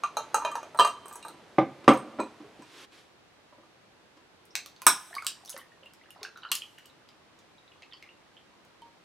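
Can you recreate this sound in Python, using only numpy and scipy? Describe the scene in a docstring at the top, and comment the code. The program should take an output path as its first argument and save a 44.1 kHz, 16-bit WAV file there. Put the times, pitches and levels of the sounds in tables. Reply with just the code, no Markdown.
"""In a small quiet room, a ball of ice is pushed into a double-walled glass mug and rattles. The mug is
set down on a wooden table and a hand slides off. Coffee is poured: ice cracks, bubbles plop, the pot tings once.
Blows are sums of dying tones and noise puffs, plops are short rising tones, fizz is many tiny tones;
hands and the room's hush are shaped noise. The room answers the blows, plops, fizz and ting."""
import sys
import numpy as np
from scipy import signal
from scipy.fft import rfft, irfft, next_fast_len
from scipy.io import wavfile

SR = 44100
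rng = np.random.default_rng(int(sys.argv[2]) if len(sys.argv) > 2 else 0)


def log_audio(samples):
    """Write samples as a 16-bit WAV file to the path given in sys.argv[1]."""
    # one column per channel
    frames = np.atleast_2d(samples).T
    # limit to full scale, then quantise
    limited = np.clip(frames, -1, 1)
    pcm = np.round(limited * 32767).astype(np.int16)
    wavfile.write(sys.argv[1], SR, pcm)


N = 398663
SPAN = SR // 2  # samples worked out for each short sound: half a second
LEAD = 256  # samples kept free before each blow, as room for its filters
T = np.arange(SPAN) / SR
HZ = np.fft.rfftfreq(SPAN, 1 / SR)


def amp(db):
    """Decibels turned into a plain gain."""
    return 10 ** (np.asarray(db) / 20)


def along(points, hz):
    """Reads a curve of (pitch_hz, value) points on a log pitch axis."""
    point_hz, value = np.transpose(points)
    return np.interp(np.log(hz + 1), np.log(point_hz + 1), value)


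def paired(spectra, alike, hz):
    """Mixes two unrelated spectra into a left and a right of the given likeness."""
    turn = np.arccos(np.clip(along(alike, hz), -1, 1)) / 2
    shared, apart = np.cos(turn) * spectra[0], np.sin(turn) * spectra[1]
    return np.array([shared + apart, shared - apart])


def noise(spectrum, alike):
    """Steady stereo noise of rms 1 with the given colour."""
    m = next_fast_len(N)
    hz = np.fft.rfftfreq(m, 1 / SR)
    coloured = rfft(rng.standard_normal((2, m))) * amp(along(spectrum, hz))
    x = irfft(paired(coloured, alike, hz), m)[:, :N]
    return x / x.std()


def level(rows):
    """Gain along a (time_s, level_db) curve, silent outside it."""
    s, db = np.transpose(rows)
    return amp(np.interp(np.arange(N) / SR, s, db, left=-120, right=-120))


def stroke(full_s, stop_s, db, swell_db, fade_db):
    """Gain that swells, holds and fades at steady dB a second."""
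    t = np.arange(N) / SR
    before, after = np.maximum(full_s - t, 0), np.maximum(t - stop_s, 0)
    return amp(db - swell_db * before - fade_db * after)


def ringing(modes, scatter_db, damping=1, attack=0.0009, favoured_hz=(), favour_db=0, split=0):
    """All tones of a struck body, each at a new strength; the spot struck favours some.
    An uneven body splits each tone into a beating pair."""
    hz, db, t60 = np.transpose(modes)[:, :, None]
    db = db + scatter_db * rng.standard_normal(db.shape)
    for centre in favoured_hz:
        db = db + favour_db * np.exp(-(np.log(hz / centre) / 0.07) ** 2)
    t = T[:SPAN // 2]
    apart_hz = split * hz * hz / 10000 * rng.standard_normal(hz.shape)
    pairs = np.sin(2 * np.pi * hz * t) * np.cos(2 * np.pi * apart_hz * t)
    push = rng.choice([-1, 1], hz.shape)  # the blow pushes some tones in, others out
    dying = amp(db - 60 * t * damping / t60)
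    ring = (push * dying * pairs).sum(0) * (1 - np.exp(-t / attack))
    return np.pad(ring, (0, SPAN - len(t)))


def burst(t60):
    """A dying puff of noise."""
    return amp(-60 * T / t60) * rng.standard_normal(SPAN)


def voiced(x, levels_db, edges_hz, low_hz):
    """Sets the peaks of the low, middle and high band; where the blow lands decides the balance."""
    thinned = rfft(np.roll(x, LEAD)) * (1j * HZ / (low_hz + 1j * HZ)) ** 3  # small bodies radiate no deep bass
    low = 1 / (1 + (HZ / edges_hz[0]) ** 6)
    high = 1 / (1 + (edges_hz[1] / (HZ + 1)) ** 6)
    bands = irfft(thinned * np.array([low, 1 - low - high, high]), SPAN)
    gains = amp(levels_db) / np.abs(bands).max(1)
    return (bands * gains[:, None]).sum(0)


# how long the room's main answer takes to fall 60 dB: (pitch_hz, fall_s)
ROOM_FALL = [(100, 0.3), (300, 0.22), (1000, 0.18), (5000, 0.21), (13000, 0.13)]
# how alike the answer is left and right: (pitch_hz, likeness, 1 = the same)
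ROOM_ALIKE = [(300, 0.98), (2000, 0.98), (6000, 0.76), (15000, 0.097)]


def tails(count):
    """Stereo answers of the room: each pitch dies at its own speed over a fainter, longer tail."""
    hz, t, z = signal.stft(rng.standard_normal((count, 2, SPAN)), SR, nperseg=256)
    fall_db = -60 * t / along(ROOM_FALL, hz)[:, None]
    falling = z * (amp(fall_db) + amp(0.16 * fall_db - 30.0))
    x = signal.istft(falling, SR, nperseg=256)[1][..., :SPAN]
    x = x * (1 - np.exp(-T / 0.0019))  # the walls answer a moment late
    x = x * (1 + 0.3 * np.exp(-((T - .037) / 0.0012) ** 2))  # a far wall slaps back
    spectra = rfft(x / np.linalg.norm(x, axis=-1, keepdims=True))
    return [paired(pair, ROOM_ALIKE, HZ) for pair in spectra]


def add(out, s, x, room, wet_db):
    """Puts a sound and one of the room's answers to it at time s."""
    answer = room[rng.integers(len(room))]
    start = round(s * SR) - LEAD
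    both = irfft(rfft(x) * (1 + amp(wet_db) * answer), SPAN)
    out[:, start:start + SPAN] += both * np.minimum(1, 20 * (.5 - T))  # fades over the last 50 ms


# colour of the room's hush: (pitch_hz, level_db per Hz)
AIR_COLOUR = [(12, -46), (20, -14), (49, -6.5), (123, -4), (285, -3), (328, 0), (367, -2.5), (678, -4.5),
              (923, -5), (1090, -6.5), (1220, -7), (4060, -13.5), (16000, -36)]
# how alike the hush is left and right: (pitch_hz, likeness, 1 = the same, below 0 = opposed)
AIR_ALIKE = [(60, 0.96), (180, 0.32), (550, 0.36), (1650, 0.22), (4970, -0.16), (15000, 0.18)]


def hush():
    """The room's steady hush: soft noise, spread differently over the two sides at each pitch."""
    return amp([[-59.9], [-59.1]]) * noise(AIR_COLOUR, AIR_ALIKE)  # dB left, right


# hands shifting on mug and table: (time_s, level_db)
RUSTLE = [(0.0, -56.5), (0.41, -51), (0.87, -57), (2.18, -55), (2.62, -58.5)]
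# colour of that rustle: (pitch_hz, level_db per Hz)
HANDS_COLOUR = [(35, -43.5), (60, -15), (413, -5.5), (504, -6), (821, -8.5), (1120, -11.5), (3320, -20),
                (12000, -37.5), (15600, -71.5), (22000, -120)]


def rustle():
    """Hands shifting on mug and table make a soft noise that swells and sinks."""
    return level(RUSTLE) * noise(HANDS_COLOUR, [(300, 1.0), (5000, 0.96)])


# tones of the glass wall: (pitch_hz, level_db, time to fall 60 dB_s)
GLASS = [(437.8, -17.5, 0.071), (584.5, -6.5, 0.026), (693, -14, 0.05), (1186, -6.5, 0.08),
         (1311, -4, 0.046), (1560, -3.5, 0.019), (1746, -7.5, 0.014), (2450, -17, 0.1), (2770, -17, 0.11),
         (3135, -19, 0.13), (3750, -16.5, 0.056), (4035, -6, 0.027), (4394, -18, 0.023), (4772, -18, 0.04),
         (5790, -18.5, 0.1), (6436, -10, 0.023), (6918, -23.5, 0.12), (7830, -15, 0.056), (8405, -19, 0.09),
         (8710, -16.5, 0.021), (10460, -16, 0.02), (13000, -25.5, 0.035)]
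# ice against glass: (start_s, body_peak_db, ring_peak_db, tick_peak_db, body_hz, favoured_ring_hz,
# grip as times faster dying)
CLINKS = [(0.036, -18.5, -31.5, -34.5, 1238, 8200, 3.15), (0.169, -17, -30, -26.5, 877, 3750, 0.86),
          (0.344, -12, -35, -18, 883, 2770, 1.13), (0.399, -31, -60, -47, 973, 4270, 1.2),
          (0.421, -25.5, -58, -46, 954, 4280, 1.2), (0.449, -15.5, -29, -35, 959, 3130, 0.94),
          (0.515, -32, -47, -39.5, 1190, 3130, 0.9), (0.554, -20.5, -38, -33, 918, 2430, 1.2),
          (0.63, -30.5, -48.5, -44, 695, 2430, 2.7), (0.747, -29.5, -71.5, -47, 900, 4270, 1.7),
          (0.774, -43, -49.5, -38, 1030, 4290, 0.41), (0.789, -12, -22.5, -29, 1106, 3160, 1.05),
          (0.796, -5.5, -16, -21.5, 974, 3120, 1.6), (0.805, -13, -24, -29, 1197, 2770, 0.58),
          (0.848, -13, -25.5, -28, 980, 2770, 0.89), (0.874, -30, -35, -28.5, 1270, 2770, 1.1),
          (1.057, -35.5, -65, -37.5, 924, 2830, 2), (1.082, -59, -66, -35.5, 1010, 3110, 3.3),
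          (1.111, -36.5, -53, -59, 984, 4010, 1.34), (1.127, -52, -71.5, -33.5, 1034, 3060, 2.4),
          (1.135, -51, -65, -37, 990, 3330, 2), (1.156, -35.5, -73, -32.5, 967, 2520, 1.15),
          (1.227, -63, -38.5, -47, 955, 2520, 1.9), (1.25, -30.5, -62, -41, 944, 4030, 0.97),
          (1.283, -39, -40.5, -38, 875, 4200, 1.8), (1.881, -28.5, -41.5, -27.5, 987, 6450, 0.8),
          (1.935, -28, -52, -35, 960, 6450, 0.9), (1.974, -39, -63, -38, 1010, 2450, 0.89),
          (2.201, -22, -36.5, -40, 992, 2430, 1.05), (2.622, -44.5, -49, -54.5, 990, 2470, 1.7)]
# the ice ticks on the side wall, then, once seated, on the bottom
SEATED_S, SIDE_TICK_HZ, BOTTOM_TICK_HZ = 0.74, 6390, 8550
BODY_T60_S = 0.048  # time to fall 60 dB for the air in the mug, under a grip of 1


def clinks(out, room):
    """Each contact rings the glass wall and the air inside the mug; a firm grip shortens both."""
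    for s, body_db, ring_db, tick_db, body_hz, ring_hz, grip in CLINKS:
        tick_hz = SIDE_TICK_HZ if s < SEATED_S else BOTTOM_TICK_HZ
        wall = ringing(GLASS, scatter_db=4.5, damping=grip, attack=0.00049,
                       favoured_hz=(body_hz, ring_hz, tick_hz, 1.55 * tick_hz), favour_db=10.0, split=0.0055)
        air = ringing([(body_hz, 4, BODY_T60_S / grip ** 1.44)], scatter_db=2.0, attack=0.00021)
        x = wall + air + .5 * burst(0.0034) + 0.18 * burst(0.039)
        x = voiced(x, [body_db, ring_db, tick_db], edges_hz=[2000, .82 * tick_hz], low_hz=196.1)
        add(out, s, x, room, wet_db=-0.5)


def wood(x, gain=1.4, top_hz=3100):
    """Wood passes little treble."""
    return gain * irfft(rfft(x) / (1 + 1j * HZ / top_hz) ** 3, SPAN)


# tones of the table top: (pitch_hz, level_db, time to fall 60 dB_s)
TABLE = [(135, -17, 0.16), (220, -6.5, .07), (310.5, 6.5, 0.047), (422, -8, 0.042), (536, -2.5, .05),
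         (609, -6, 0.046), (771, -6, 0.036), (991.6, -7.5, 0.062), (1106, -10.5, .04), (1195.4, -8, .04),
         (1310, -11, .035), (1556, -14, 0.025), (2070, -13, .012), (2770, -15, .012)]
# the mug against the table: (start_s, thud_peak_db, knock_peak_db, tap_peak_db)
KNOCKS = [(1.3, -52, -45.5, -58), (1.339, -49, -50, -66), (1.5831, -10, -9, -39.5), (1.84, -45.5, -43, -48),
          (1.8782, -5.5, 1, -23.5), (1.888, -10, -6, -30), (2.186, -30, -31, -60), (2.193, -21.5, -26, -50),
          (2.401, -40.5, -46, -64), (2.441, -46, -49, -64), (2.59, -41, -71, -58),
          (3.523, -60.5, -47.5, -81.5), (3.581, -48, -54.5, -72), (3.63, -63, -52, -72.5),
          (4.168, -55, -53.5, -59), (8.85, -60.5, -63.5, -62.5)]
CONTACT_S, SOFTER = 0.00086, 0.22  # contact time of a 0 dB thud; dB of longer contact for each dB weaker


def knocks(out, room):
    """The table top booms; a soft landing swells more slowly."""
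    for s, thud_db, knock_db, tap_db in KNOCKS:
        contact_s = CONTACT_S * amp(-SOFTER * thud_db)
        swell = (1 - np.exp(-T / contact_s)) ** 2
        x = swell * (ringing(TABLE, scatter_db=4.5, attack=0.00072) + wood(burst(0.041)))
        x = voiced(x, [thud_db, knock_db, tap_db], edges_hz=[620, 3300], low_hz=68.73)
        add(out, s, x, room, wet_db=-3.0)


# colour of sliding skin: (pitch_hz, level_db per Hz)
SKIN_COLOUR = [(180, -29.5), (300, 5), (737, -5.5), (994, -0.5), (1930, -0.5), (3580, -0.5), (10600, -16.5),
               (16000, -27)]
# skin sliding on glass and wood: (full_from_s, stops_at_s, level_db, swell_db_per_s, fade_db_per_s)
RUBS = [(2.783, 2.849, -50, 86, 1501.5), (2.925, 2.993, -57, 897.5, 151)]


def rubs():
    """Skin sliding on glass and wood: short swells of noise."""
    return sum(stroke(*row) for row in RUBS) * noise(SKIN_COLOUR, [(1000, 1.0), (10000, 0.72)])


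# tones of the ice and the glass around it: (pitch_hz, level_db, time to fall 60 dB_s)
ICE = [(1037, -1, .06), (1225, -6.5, .06), (1420, -2, .03), (1725, -5, .04), (2486, -14.5, .1),
       (3128, -12.5, .12), (4050, -12.5, .05), (5520, -11, .2), (6210, -10, .05), (6961, -15, .04),
       (8080, -10, .11), (9100, -11.5, .03), (10020, -1.5, .03), (10600, -6, .03), (11500, -15.5, 0.034),
       (14300, -8.5, .03)]
# cracks in the warming ice, and one bright slap back from a wall (at 6.553 s):
# (start_s, low_peak_db, middle_peak_db, high_peak_db, ring_hz, ring_share 0-1)
CRACKS_AND_SLAP = [(4.454, -67.5, -68.5, -43, 5500, 0.15), (4.5537, -25, -17, -19.5, 3960, 0.08),
                   (4.661, -40.5, -33.5, -30, 4050, 0.28), (4.763, -59.5, -46, -59, 4200, 0.7),
                   (4.819, -34.5, -42, -25.5, 4140, 0.9), (4.8665, -3, -8, 4.5, 5600, 0.75),
                   (5.142, -39.5, -46, -40, 4170, 1), (5.152, -42, -31, -28.5, 4280, 0.35),
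                   (5.223, -38, -43, -40, 4800, 0.66), (5.247, -39, -42, -33, 4380, 0.6),
                   (5.267, -31.5, -15.5, -12, 4420, 0.35), (5.45, -63, -45, -40, 4440, 0.8),
                   (5.459, -67.5, -44.5, -33.5, 5520, 0.57), (5.477, -64, -41, -42, 3440, 0.7),
                   (5.495, -54, -36, -24, 3910, 0.75), (5.502, -44.5, -56, -21.5, 6200, 0.34),
                   (5.565, -33, -35.5, -66, 2840, 0), (5.578, -45.5, -58, -27, 4970, 0),
                   (5.858, -50, -65, -46, 3520, 0.7), (5.936, -59, -49.5, -41, 5670, 0.7),
                   (6.106, -59, -61, -36, 5300, 0.32), (6.231, -44.5, -27, -35.5, 5750, 0.62),
                   (6.374, -46.5, -46.5, -43, 3770, 0.92), (6.5166, -25.5, -15.5, -11.5, 4550, 0.21),
                   (6.553, -51, -26, -14, 4570, 0.8), (6.785, -43, -54.5, -40.5, 5280, 0.03),
                   (6.858, -60.5, -50, -40, 4690, 0.56), (7.089, -59, -43.5, -53.5, 4480, 0.58),
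                   (7.39, -59.5, -50, -50.5, 3920, 0.55), (7.822, -51.5, -46, -69, 3143, 0.45),
                   (8.026, -61, -44, -50.5, 2690, 0.4), (8.65, -61, -64, -52.5, 4400, 0.49)]
BELOW, ABOVE, FISSURE_T60_S = 0.24, 1.4, 0.022  # lower and upper ring as parts of the middle one; 60 dB fall


def cracks_and_slap(out, room):
    """A short snap, then a ring in three clusters; strong cracks ring the ball and jolt the table.
    The slap back from a wall is built the same way."""
    for s, low_db, middle_db, high_db, ring_hz, share in CRACKS_AND_SLAP:
        clusters = [(part * ring_hz * (1 + .05 * step), db - 4 * abs(step), FISSURE_T60_S)
                    for part, db in ((BELOW, 1.5), (1, .6), (ABOVE, -1.5))
                    for step in (-1.9, .5, 2.0, 2.5)]
        fissure = ringing(clusters, scatter_db=6.5, attack=.0001, split=0.02)
        ball = ringing(ICE, scatter_db=6.0, attack=.0001, split=0.003, favoured_hz=(ring_hz,), favour_db=11.5)
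        ring = fissure + amp(0.46 * high_db - 1.6) * ball
        x = share * (0.27 * ring + 1.2 * burst(0.0075)) + (1 - share) * 1.2 * burst(0.0058)
        x = voiced(x, [low_db, middle_db, high_db], edges_hz=[2500, 6100], low_hz=450)
        table = ringing(TABLE, scatter_db=2.5, damping=1.6, attack=0.0012)
        jolt = amp(low_db - 31) * np.roll(table, LEAD)
        add(out, s, x + jolt, room, wet_db=-1.5)


# short rising tones: bubbles, and a few rings of ice and glass: (start_s, level_db, pitch_hz)
RISING_TONES = [(4.507, -45.5, 5280), (5.109, -44, 700), (5.129, -35, 1760), (5.166, -27, 1143),
                (5.182, -26.5, 2165), (5.223, -31.5, 1390), (5.27, -25.5, 2900), (5.436, -46.5, 780),
                (5.487, -40, 3790), (5.529, -38, 3040), (5.543, -38.5, 540), (5.564, -40, 2000),
                (5.586, -46, 1106), (5.594, -40.5, 3020), (5.614, -43, 1860), (5.719, -48.5, 1783),
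                (5.825, -48.5, 547), (5.833, -42, 2990), (5.86, -40, 2760), (6.013, -48.5, 1995),
                (6.037, -49.5, 2920), (6.059, -49.5, 1700), (6.105, -41.5, 2800), (6.161, -43, 805),
                (6.19, -48, 637), (6.215, -44.5, 425), (6.235, -44, 770), (6.249, -30.5, 1570),
                (6.251, -36, 2780), (6.36, -37, 1380), (6.36, -48, 3900), (6.375, -40, 1380),
                (6.421, -44, 3850), (6.433, -34, 3020), (6.434, -37, 1440), (6.436, -41.5, 4430),
                (6.45, -30, 1380), (6.45, -37, 2910), (6.489, -40.5, 4070), (6.52, -17, 2780),
                (6.62, -27.5, 2970), (6.78, -41.5, 2854), (6.855, -44, 2930), (6.899, -47, 3790),
                (7.582, -49.5, 3770), (7.678, -49, 3800), (7.718, -46, 2860), (7.821, -44, 2154),
                (7.824, -47, 4250), (7.831, -41, 2580), (7.913, -47, 3610), (7.924, -47.5, 1960),
                (7.924, -36.5, 3230), (7.933, -38.5, 3040), (7.934, -38, 4550), (8.025, -40.5, 2190),
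                (8.034, -44, 2120), (8.063, -46, 2090), (8.09, -41.5, 2740), (8.368, -42.5, 3076),
                (8.377, -48, 3100)]
TONE_T60_S, SHORTENS = 0.033, 0.52  # 60 dB fall at 1 kHz; power of pitch by which high tones die sooner


def rising_tones(out, room):
    """Damped tones with a climbing pitch, as of a bubble nearing the surface, each with two fainter ones beside it.
    A few stand for rings of ice and glass."""
    for s, db, hz in RISING_TONES:
        t60 = TONE_T60_S * (1000 / hz) ** SHORTENS
        # one row each: the main tone and its two companions
        delay = np.abs(rng.standard_normal((3, 1))) * [[0], [.005], [.009]]
        detune = rng.standard_normal((3, 1)) * [[0], [.07], [.12]]
        t = np.maximum(T - delay, 0)
        phase = 2 * np.pi * hz * (1 + detune) * (t + .03 * t * t / t60)
        dying = amp(db + np.array([[0], [-6.5], [-10.5]]) - 60 * t / t60)
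        x = dying * np.sin(phase) * (1 - np.exp(-t / 0.00035))
        add(out, s, np.roll(x.sum(0), LEAD), room, wet_db=-3.5)


# swells of fizz, two of them hiss trailing a strong crack: (peak_s, level_db)
FIZZ_SWELLS = [(4.89, -61), (5.27, -59), (5.58, -64), (6.21, -61), (6.46, -56), (7.95, -67.5)]
# the fizz lasts to the end of the scene: its grains are spread up to a time beyond it; steady level
FIZZ_START_S, GRAINS_UNTIL_S, STEADY_DB = 4.9, 11, -72.5


def fizz(room, count=900):
    """Many tiny bubbles, a few louder than the rest; now and then the fizz swells, twice as hiss after a crack."""
    when, pitch, size = rng.random((count, 3)).T
    hz = 900 * 6.5 ** pitch[:, None]
    t = T[:1300]
    dying = amp(-3 * np.log(size[:, None] + .03) - 60 * t * hz / 35)
    climbing = np.sin(2 * np.pi * hz * t * (1 + 8 * t))
    grains = dying * climbing * (1 - np.exp(-t / 0.001))
    starts = ((FIZZ_START_S + when * (GRAINS_UNTIL_S - FIZZ_START_S)) * SR).astype(int)
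    at = starts[:, None] + np.arange(len(t))
    plain = np.bincount(at.ravel(), grains.ravel(), N)[:N]
    wet = plain + 0.5 * signal.fftconvolve(plain[None], irfft(room[0], SPAN), axes=1)[:, :N]
    swells = sum(stroke(s, s, db, swell_db=140, fade_db=120) for s, db in FIZZ_SWELLS)
    flow = amp(STEADY_DB) + swells
    return flow * wet / wet[:, at.min():at.max()].std()


# tones of the pot: (pitch_hz, level_db, time to fall 60 dB_s)
POT = [(933, 0.5, 0.25), (3090, -7, 0.058), (4350, -14, 0.054)]
TING_S, TING_DB = 8.82, -43.5


def ting(out, room):
    """The pot tipped back gives one faint note with a small tick."""
    x = ringing(POT, scatter_db=2, attack=0.00069) + .3 * burst(0.0044)
    add(out, TING_S, amp(TING_DB) * np.roll(x, LEAD), room, wet_db=-6.5)


def scene():
    """Blows and rising tones in the room, hands on glass and wood, fizz and the room's hush."""
    out, room = np.zeros((2, N + SPAN)), tails(count=16)
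    for source in (clinks, knocks, cracks_and_slap, rising_tones, ting):
        source(out, room)
    near = out[:, :N] + rustle() + rubs() + fizz(room)
    return near * amp([[-.6], [.6]]) + hush()  # near sounds sit slightly to the right


# how strongly the microphone picks up each pitch: (pitch_hz, gain_db)
MICROPHONE = [(20, -9), (45, -5.5), (100, 1), (9000, 0.5), (12000, 0.5), (16000, -9.5)]
TOP_HZ = 16400  # nothing is kept above this


def record(dry):
    """The loudest blows are flattened; the microphone thins the deep bass and top octave, up to a band limit."""
    flattened = .9 * dry / (1 + np.abs(dry) ** 10) ** (1 / 10)
    m = next_fast_len(N + SPAN)
    hz = np.fft.rfftfreq(m, 1 / SR)
    edge = np.clip((TOP_HZ - hz) / 500, 0, 1) ** 2
    return irfft(rfft(flattened, m) * edge * amp(along(MICROPHONE, hz)), m)[:, :N]


dry = scene()
out = record(dry)
log_audio(out)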